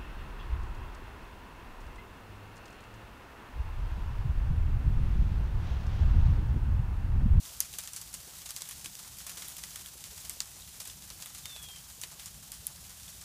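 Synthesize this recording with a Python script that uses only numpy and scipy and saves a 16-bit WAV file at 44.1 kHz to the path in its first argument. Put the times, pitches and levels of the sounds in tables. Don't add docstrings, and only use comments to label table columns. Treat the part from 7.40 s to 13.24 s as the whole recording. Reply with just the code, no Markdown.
import sys
import numpy as np
from scipy import signal
from scipy.fft import rfft, irfft, next_fast_len
from scipy.io import wavfile

SR = 44100
rng = np.random.default_rng(int(sys.argv[2]) if len(sys.argv) > 2 else 0)


def unload_wav(signal):
    wavfile.write(
        sys.argv[1],
        SR,
        np.round(np.clip(np.atleast_2d(signal).T, -1, 1) * 32767).astype(np.int16),
    )


N = 257544

# frequency_hz, gain_db
RUMBLE_EQ = [(20, -31), (30, -10), (40, -11), (50, 1), (62, -1), (80, -2), (100, -6.5), (118, -7),
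             (140, -6), (180, -7), (220, -15.5), (300, -24), (500, -38.5)]
# frequency_hz, gain_db
FAR_SLEET_EQ = [(150, -47), (250, -6.5), (433, -9.5), (599, -7.5), (711, -5), (2160, -7.5), (3160, -2.5),
                (3810, -2), (7180, 2), (15000, -4)]
# time_s, level_db
FALL_STRENGTH = [(0.0, -47.5), (0.6, -50), (1.27, -49.5), (1.6, -50), (2.1, -47.5), (2.62, -50.5),
                 (2.83, -48.5), (3.06, -51), (4.0, -50.5), (4.4, -51.5), (5.84, -50.5)]
# start_s, centre_hz, level_db
DULL_KNOCKS = [(.874, 484, -53.5), (1.457, 200, -52), (1.657, 920, -56.5), (2.72, 537, -55.5),
               (2.962, 520, -57), (4.716, 860, -53.5), (5.299, 900, -55.5)]
# frequency_hz, gain_db
TICK_EQ = [(200, -43), (500, -22.5), (1000, -14), (1800, -13.5), (3400, -1), (5000, -4), (7000, 1.5),
           (9000, -1), (11000, -1.5), (13300, -8), (15000, -5)]
# frequency_hz, gain_db
SKITTER_EQ = [(200, -26), (500, -13), (1100, -4.5), (2000, -3), (3500, -2), (7000, 0.5), (10000, -1.5),
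              (14000, -9.5)]
# centre_hz, width_hz, gain_db
FRAME_RESONANCES = [(3530, 300, 0), (4840, 400, 2.5), (5990, 390, 3.5), (7240, 540, 1), (10780, 370, 3.5),
                    (12500, 600, 5)]
# start_s, pitch_hz, peak_db
EDGE_PINGS = [(2.238, 2000, -40.5), (2.896, 2100, -43), (3.0042, 3600, -38), (3.2205, 3800, -42),
              (3.4993, 3590, -43), (4.636, 2500, -36), (4.635, 4560, -36), (5.679, 3440, -44)]
# start_s, tick_db, skitter_db (before its lift), body_db, top_db
# Body is an EQ shelf below about 4 kHz; top is an ice-bright shelf above about 8 kHz.
CLOSE_PELLETS = [(0.2043, -18.8, -39, -14.5, -2), (0.3383, -39, -53, 10, 7), (0.3861, -31.5, -40.5, -1, 9),
                 (0.4748, -36, -49.5, 3, 2), (0.5336, -36.5, -48.5, -15, 0),
                 (0.5624, -35.5, -42.5, -18, -1), (0.6136, -40, -47, -14, 3),
                 (0.7403, -32.5, -43.5, -11, 3), (1.0584, -41, -46, -5, -6), (1.0896, -45, -45.5, -9, -4),
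                 (1.1064, -33.5, -47.5, 3, 3), (1.1633, -33, -43.5, -9, -5), (1.2065, -45, -47, 2, 1),
                 (1.2199, -32.5, -51, -2.5, -5), (1.289, -35.5, -46, 0, 16), (1.3105, -36.5, -48, 6, 10),
                 (1.4436, -41, -44, -4, 6), (1.4592, -35, -50, 4.5, -2), (1.5529, -38.5, -67, -4, -5),
                 (1.7845, -41, -49, -20, 5), (1.8654, -39, -44, 0, 5), (1.8941, -38.5, -45, 3, 1),
                 (1.9712, -42, -45.5, -1, -9), (2.0209, -41, -46, 8, -5), (2.0835, -35, -56, 6, 16),
                 (2.1676, -39, -65, 3, 1), (2.1819, -42, -48, -3, 7), (2.2375, -34.5, -51, -1, -6),
                 (2.3586, -34.5, -46, 9, 8), (2.4604, -38.5, -62, 9, 8), (2.64, -38.5, -49.5, 1.5, -5),
                 (2.896, -28.5, -47.5, 0.5, 8.5), (3.0038, -25, -43, -11, -15.5),
                 (3.401, -37.5, -42, -10, 2), (3.4527, -39, -48.5, 3, 5), (3.475, -38, -50, -18, -1),
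                 (3.4992, -43, -60, 1, -12), (3.7024, -39, -52, 5, -3), (3.8225, -37.5, -46.5, -1, -4),
                 (3.8592, -37.5, -50.5, 15.5, 14), (3.9475, -40, -48, -2, 5), (4.0561, -34.5, -47.5, 4, -1),
                 (4.1626, -42, -50, 15, 1), (4.2275, -40, -52, -15, 11), (4.6147, -34.5, -47, -6, 5),
                 (4.6358, -32.5, -47.5, 12, 1), (4.7946, -47, -48, 15, 9), (4.8586, -37.5, -48, -17, -4),
                 (5.1187, -34.5, -48.5, -4, 2), (5.2682, -24, -52, -2, 17)]

HIT_SAMPLES = 4096


def amp(db):
    return 10 ** (np.asarray(db) / 20)


def unit(x):
    return x / np.sqrt(np.mean(x ** 2) + 1e-20)


def eq_db(curve, hz):
    points_hz, db = np.transpose(curve)
    return np.interp(np.log(hz + 1), np.log(points_hz + 1), db)


def add(mix, start_s, sound):
    part = mix[max(round(start_s * SR), 0):][:len(sound)]
    part += sound[:len(part)]


def colour(x, db_at):
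    size = 2 * next_fast_len(len(x))
    cepstrum = irfft(np.log(amp(db_at(np.fft.rfftfreq(size, 1 / SR)))))
    cepstrum[1:size // 2] *= 2
    cepstrum[size // 2 + 1:] = 0
    return irfft(rfft(x, size) * np.exp(rfft(cepstrum)))[:len(x)]


def above(hz, edge_hz, octaves):
    return .5 + .5 * np.tanh(np.log2((hz + 1) / edge_hz) / octaves)


def wander(rate_hz):
    hz = np.fft.rfftfreq(N, 1 / SR)
    return unit(irfft(rfft(rng.standard_normal(N)) * (hz > 0) / (1 + (hz / rate_hz) ** 2), N))


def crackle(size, per_s, spread_db):
    strength = amp(spread_db * np.minimum(rng.exponential(1, size), 4))
    return strength * rng.choice([-1, 1], size) * (rng.random(size) < per_s / SR)


def fall_db(time_s):
    return np.interp(time_s, *np.transpose(FALL_STRENGTH))


def rumble(level_db=-58, swell_db=1.4):
    hz = np.fft.rfftfreq(N, 1 / SR)
    roar = irfft(rfft(rng.standard_normal(N)) * amp(eq_db(RUMBLE_EQ, hz)), N)
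    return amp(level_db) * unit(roar * amp(swell_db * wander(rate_hz=5.4)))


def bird(start_s=4.03, length_s=.365, level_db=-52, top_hz=3650, echo_db=-7, echo_t60_s=.69):
    hold_s, sag_hz, sag_s, drop_hz, drop_s = .048, 850, .32, 130, .035
    attack_s, full_s, fade_db_per_s, release_s = .025, .17, 48, .015
    t = np.arange(N) / SR
    since, left = t - start_s, start_s + length_s - t
    sag = sag_hz * (1 - np.exp(-np.maximum(since - hold_s, 0) / sag_s))
    drop = drop_hz * np.clip(1 - left / drop_s, 0, 1)
    pitch_hz = (top_hz - sag - drop) * (1 + .0015 * wander(rate_hz=60))
    phase = 2 * np.pi * np.cumsum(pitch_hz) / SR
    call = np.sin(phase) + amp(-16) * np.sin(phase * 3 / 4)
    call *= np.clip(since / attack_s, 0, 1) * np.clip(left / release_s, 0, 1)
    fade_db = fade_db_per_s * np.maximum(since - full_s, 0)
    flutter_db = 2.5 * wander(rate_hz=26)
    call *= np.sqrt(2) * amp(level_db - fade_db + flutter_db)
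    yard = rng.standard_normal(SR) * amp(-60 * t[:SR] / echo_t60_s)
    echo = signal.fftconvolve(call, yard / np.linalg.norm(yard))[:N]
    return call + amp(echo_db) * echo


def far_sleet(grain=.73, patter_under_db=10, flutter_db=1):
    hz = np.fft.rfftfreq(N, 1 / SR)
    impacts = grain * unit(crackle(N, per_s=3000, spread_db=2.6)) + rng.standard_normal(N)
    spectrum = rfft(impacts) * amp(eq_db(FAR_SLEET_EQ, hz))
    highs = above(hz, edge_hz=3900, octaves=.12)
    patter = unit(irfft(spectrum * (1 - highs), N)) * amp(-patter_under_db)
    hiss = unit(irfft(spectrum * highs, N))
    return (patter + hiss) * amp(fall_db(np.arange(N) / SR) + flutter_db * wander(rate_hz=24))


def soft_hit(centre_hz, level_db, octaves=.55, attack_s=.00095, t60_s=.11):
    t, hz = np.arange(HIT_SAMPLES) / SR, np.fft.rfftfreq(HIT_SAMPLES, 1 / SR)
    band = np.exp(-(np.log2((hz + 1) / centre_hz) / octaves) ** 2 / 2)
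    puff = unit(irfft(rfft(rng.standard_normal(len(t))) * band))
    return puff * (1 - np.exp(-t / attack_s)) * amp(level_db - 60 * t / t60_s)


def leaf_pats(softest_db=-68, lowest_hz=280, octaves=2.78, count=220):
    out = np.zeros(N)
    for when, size, stiffness in rng.random((count, 3)):
        level_db = softest_db + 7 * size ** 2 + 4 * stiffness
        centre_hz = lowest_hz * 2 ** (octaves * stiffness)
        add(out, when * N / SR, soft_hit(centre_hz, level_db))
    return out


def knocks():
    out = np.zeros(N)
    for start_s, centre_hz, level_db in DULL_KNOCKS:
        add(out, start_s, soft_hit(centre_hz, level_db))
    return out


def pellet(tick_db, skitter_db, body_db, top_db, skitter_lift_db=3.5):
    def spot_db(hz):
        frame = sum(db / (1 + (2 * (hz - centre) / width) ** 2) for centre, width, db in FRAME_RESONANCES)
        body = body_db * (1 - above(hz, edge_hz=4270, octaves=.059))
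        top = top_db * above(hz, edge_hz=7800, octaves=.4)
        return frame + body + top

    t = np.arange(HIT_SAMPLES) / SR
    blunt_s = .0007 * np.clip(1 - (tick_db - skitter_db) / 13, 0, 1)
    attack_s, decay_s = .00006 + blunt_s, .0011 + blunt_s
    tick = rng.choice([-1, 1], len(t)) * (1 - np.exp(-t / attack_s)) * np.exp(-t / decay_s)
    tick = colour(tick, lambda hz: eq_db(TICK_EQ, hz) + spot_db(hz))
    skitter = unit(crackle(len(t), per_s=2500, spread_db=2.7)) + .65 * rng.standard_normal(len(t))
    skitter *= (1 - np.exp(-t / .0011)) * (np.exp(-t / .013) + .32 * np.exp(-t / .033))
    skitter = colour(skitter, lambda hz: eq_db(SKITTER_EQ, hz) + .24 * spot_db(hz))
    tick_s, skitter_s = .0025, .0125
    tick *= amp(tick_db) * np.sqrt(tick_s * SR) / np.linalg.norm(tick)
    skitter *= amp(skitter_db + skitter_lift_db) * np.sqrt(skitter_s * SR) / np.linalg.norm(skitter)
    return tick + skitter


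def garden_bed(spread_db=2.5, count=160):
    out = np.zeros(N)
    for when, smallness, body, top in rng.random((count, 4)):
        start_s = when * N / SR
        tick_db = fall_db(start_s) - .2 - spread_db * np.log(max(smallness, .07))
        add(out, start_s, pellet(tick_db, tick_db - 8.5, body_db=14 * body - 8, top_db=10 * top - 5))
    return out


def edge_pings(t60_s=.027):
    out, t = np.zeros(N), np.arange(HIT_SAMPLES) / SR
    for start_s, pitch_hz, peak_db in EDGE_PINGS:
        add(out, start_s, amp(peak_db - 60 * t / t60_s) * np.sin(2 * np.pi * pitch_hz * t))
    return out


def sill_pellets(hop_share=.3, mean_hop_s=.013, hop_loss_db=10.5, hop_max_db=-44):
    out = np.zeros(N)
    hops = rng.random((len(CLOSE_PELLETS), 2))
    for (start_s, tick_db, skitter_db, *tone), (chance, height) in zip(CLOSE_PELLETS, hops):
        add(out, start_s, pellet(tick_db, skitter_db, *tone))
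        hop_db = min(tick_db - hop_loss_db, hop_max_db)
        landing = pellet(hop_db, hop_db - 15, *tone)
        if chance < hop_share:
            add(out, start_s + mean_hop_s * (.5 + height), landing)
    return out


def scene():
    hits = sill_pellets() + edge_pings() + knocks() + leaf_pats() + garden_bed()
    mono = hits + far_sleet() + rumble() + bird()
    return np.array([mono, mono])


def record(dry):
    cutoff_hz = 15350
    taps = signal.firwin(511, cutoff_hz, window=("kaiser", 9), fs=SR)
    return signal.oaconvolve(dry, taps[None], "same", axes=1)


dry = scene()
out = record(dry)
unload_wav(out)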